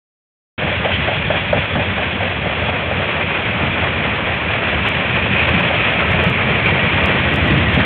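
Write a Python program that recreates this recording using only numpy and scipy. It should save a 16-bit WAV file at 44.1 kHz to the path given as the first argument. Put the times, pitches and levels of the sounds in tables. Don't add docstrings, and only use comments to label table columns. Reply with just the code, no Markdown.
import sys
import numpy as np
from scipy.fft import rfft, irfft, next_fast_len
from scipy.io import wavfile
from scipy.ndimage import map_coordinates

SR = 44100
rng = np.random.default_rng(int(sys.argv[2]) if len(sys.argv) > 2 else 0)


def wav_record(signal):
    frames = np.transpose(np.atleast_2d(signal))
    bounded = np.clip(frames, -1, 1)
    quanta = np.round(bounded * 32767).astype(np.int16)
    wavfile.write(sys.argv[1], SR, quanta)


N = 346185
TIME = np.arange(N) / SR


def amp(db):
    return 10 ** (np.asarray(db) / 20)


def unit(x):
    return x / np.sqrt(np.mean(x ** 2) + 1e-20)


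def wobble(rate):
    return map_coordinates(rng.standard_normal(1024), [TIME * rate], mode="mirror")


def filtered(x, response):
    size = next_fast_len(N + 8192)
    return irfft(rfft(x, size) * response(np.fft.rfftfreq(size, 1 / SR)), size)[:N]


def coloured(x, spectrum):
    f, db = np.transpose(spectrum)
    return filtered(x, lambda hz: amp(np.interp(np.log(hz + 1), np.log(f), db, right=-120)))


def noise(spectrum):
    return unit(coloured(rng.standard_normal(N), spectrum))


def mode(pitch, half_width):
    return unit(filtered(rng.standard_normal(N), lambda hz: 1 / (1 + ((hz - pitch) / half_width) ** 2)))


def passing(t, centre, fade):
    return np.exp(-((t - centre) / fade) ** 2)


def blows(times, levels, rise, t60):
    t = np.arange(SR) / SR
    shape = (1 - np.exp(-t / rise)) * amp(-60 * t / t60)
    power = np.zeros(N + 2 * SR)
    for onset, db in zip(times, levels):
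        power[round(onset * SR):][:SR] += (amp(db) * shape / shape.max()) ** 2
    return np.sqrt(power[:N])


# t/s, track level/dB, wheel level/dB. Levels in all tables are relative.
ROLLING_LEVELS = [(0.6, -28, -22), (1.6, -29, -23.5), (2.6, -28.5, -23), (3.401, -25.5, -20.5),
                  (4.001, -25, -21.5), (4.8, -25.5, -20), (5.4, -25.5, -18.5), (6.2, -24, -19),
                  (6.801, -24, -19), (7.85, -25, -18.6)]
# f/Hz, level/dB
WAGON_SPECTRUM = [(20, -43.5), (35, -33), (50, -18), (65, -6), (85, 2), (120, -2.5), (200, -4),
                  (290, -14.5), (500, -14), (1000, -50.5)]
TRACK_SPECTRUM = [(120, -22), (300, -2.5), (450, -3), (590, 1.5), (780, -2.5), (1100, -2), (1400, -3.5),
                  (2000, -6.5), (3400, -24), (4500, -55.5)]
WHEEL_SPECTRUM = [(700, -30), (1300, -15.5), (1560, -6.5), (1850, -3), (2100, -3), (2430, 0.5),
                  (2680, -1.5), (2950, -6), (3330, -6), (3600, -14), (3900, -22), (4200, -31),
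                  (4750, -66.5)]

def rolling(rumble_db=-24.5, nearer_s=3.6, rise_db_per_s=1.5, roar_db=2.5, hiss_db=-1.5):
    times, *levels = np.transpose(ROLLING_LEVELS)
    roar, hiss = [np.interp(TIME, times, level) for level in levels]
    rumble = rumble_db + rise_db_per_s * np.maximum(TIME - nearer_s, 0)
    judder = wobble(45) + 0.5 * wobble(12)
    wagons = amp(rumble + 1.74 * wobble(30)) * noise(WAGON_SPECTRUM)
    track = amp(roar + roar_db + judder + 1.14 * wobble(38)) * noise(TRACK_SPECTRUM)
    wheels = amp(hiss + hiss_db + judder + 1.15 * wobble(150)) * noise(WHEEL_SPECTRUM)
    return wagons + track + wheels


# centre t/s, fade/s, f/Hz, half-width/Hz, level/dB
WHEEL_MODES = [(1.3, 2.2, 3303, 117, -36), (1.595, 2.4, 2470, 91.3, -39), (2.698, 0.66, 595, 80, -34),
               (4.1, 1.2, 2350, 138, -31.5), (5.509, 0.57, 2500, 109.7, -26), (5.604, 0.44, 568, 25, -35),
               (5.994, 0.49, 1286, 21.5, -33), (6.455, 0.78, 2330, 126.6, -25.5),
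               (6.999, 0.69, 2110, 35.1, -32), (7.206, 0.89, 1930, 24.1, -28.5)]

def wheel_rings(waver_db=2.5):
    return sum(amp(db + waver_db * wobble(14)) * passing(TIME, centre, fade) * mode(pitch, half_width)
               for centre, fade, pitch, half_width, db in WHEEL_MODES)


# loudest blow t/s, rotation period/s, fade/s, level/dB
FLAT_SPOTS = [(1.301, .2265, 1.04, -5.5), (2.684, .228, 0.64, -11), (4.273, .225, 0.84, -12.5),
              (5.698, 0.22, 0.51, -9)]

def flat_strikes(turns_each_side=4):
    turns = np.arange(-turns_each_side, turns_each_side + 1)
    return [(t, db + 20 * np.log10(passing(t, centre, fade)))
            for centre, period, fade, db in FLAT_SPOTS for t in centre + period * turns]


# t/s, level/dB
RAIL_KNOCKS = [(0.676, -11.5), (6.231, -13.5), (7.025, -9.5), (7.458, -12.5), (7.76, -12.5)]
# f/Hz, level/dB
CRACK_SPECTRUM = [(300, -15), (600, 4.5), (950, -3.5), (1500, -11.5), (3000, -15.5), (4300, -43)]
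SLEEPER_SPECTRUM = [(80, -23.5), (180, -5.5), (350, -17), (520, 1), (640, 2.5), (850, -3), (1100, -24.5),
                    (1600, -7), (3000, -27.5), (4300, -57)]

def wheel_blows(crack_db=-8, thump_db=-9, rattle_db=-18, rebound_s=0.036, rattle_lag_s=0.028):
    times, db = np.transpose(flat_strikes() + RAIL_KNOCKS)
    crack = blows(times, db + crack_db, rise=0.00073, t60=0.036) * noise(CRACK_SPECTRUM)
    strike = blows(times, db + thump_db, rise=0.0027, t60=0.15)
    bounce = blows(times + rebound_s, db + thump_db - 5, rise=0.0041, t60=0.18)
    thud = np.hypot(strike, bounce) * noise(SLEEPER_SPECTRUM)
    rattle = blows(times + rattle_lag_s, db + rattle_db, rise=0.047, t60=0.4) * noise(WHEEL_SPECTRUM)
    return crack + thud + rattle * amp(1.5 * wobble(110))


# t/s, level/dB
HARD_JOLTS = [(0.628, -11), (1.757, -8), (3.619, -11), (5.533, -8), (6.255, -8.5), (7.309, -10),
              (7.484, -1.5), (7.555, -9), (7.769, -8.5)]
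# f/Hz, level/dB
BODY_SPECTRUM = [(30, -42.5), (70, -7.5), (110, -1.5), (175, -1), (300, -9), (600, -32)]

def wagon_booms(boom_db=-9, light_count=14):
    light_times = (np.arange(light_count) + rng.random(light_count)) * N / SR / light_count
    light_jolts = np.transpose([light_times, rng.normal(-16, 2, light_count)])
    times, db = np.vstack([HARD_JOLTS, light_jolts]).T
    return blows(times, db + boom_db, rise=0.02, t60=0.17) * noise(BODY_SPECTRUM)


# t/s, level/dB, f/Hz
FITTING_HITS = [(0.928, -22.5, 3120), (1.559, -23.5, 2500), (3.2, -22, 2470), (3.43, -24, 2260),
                (3.495, -21.5, 2410), (5.385, -19.5, 2480), (6.655, -16, 2380)]

def clinks(clink_db=-1, half_width_hz=220):
    return sum(blows([onset], [db + clink_db], rise=0.0083, t60=0.19) * mode(pitch, half_width_hz)
               for onset, db, pitch in FITTING_HITS)


# t/s, level/dB
TICK_EVENTS = [(4.888, -24.5), (5.492, -32.5), (5.601, -34), (6.116, -32), (6.24, -26.5), (6.3, -29.5),
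               (7.059, -24), (7.339, -30.5), (7.346, -33), (7.36, -25.5), (7.476, -34), (7.745, -30)]
# f/Hz, level/dB
TICK_SPECTRUM = [(1000, -16.5), (4500, 6.5), (7000, 8), (10000, 5), (15900, -4)]

def ticks(spike_db=1, snap_db=-18, snap_hz=4900, max_lag_s=0.0066):
    times, db = np.transpose(TICK_EVENTS)
    spikes = np.bincount(np.round(times * SR).astype(int), amp(db + spike_db), N)
    snap_times = times + max_lag_s * rng.random(len(times))
    snap_levels = db + snap_db + rng.normal(0, 2.4, len(times))
    snaps = blows(snap_times, snap_levels, rise=0.0003, t60=0.0055) * mode(snap_hz, half_width=500)
    return coloured(spikes, TICK_SPECTRUM) + snaps


def wagon_drone(drone_db=-25, waver_db=2):
    envelope = amp(drone_db + waver_db * wobble(16)) * passing(TIME, centre=7.55, fade=0.35)
    return envelope * noise(BODY_SPECTRUM)


def scene():
    return (rolling() + wheel_rings() + wheel_blows() + wagon_booms() + clinks() + wagon_drone())[None]


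def record(dry, start_s=0.578, ceiling=0.72, band_hz=4720, top_hz=15870):
    running = np.clip((TIME - start_s) / 0.005, 0, 1)
    rounded = dry[0] / (1 + np.abs(dry[0] / ceiling) ** 12) ** (1 / 12)
    narrow = filtered(rounded * running, lambda hz: np.clip((band_hz - hz) / 200, 0, 1))
    return filtered(narrow + ticks(), lambda hz: hz < top_hz)[None]


dry = scene()
out = record(dry)
wav_record(out)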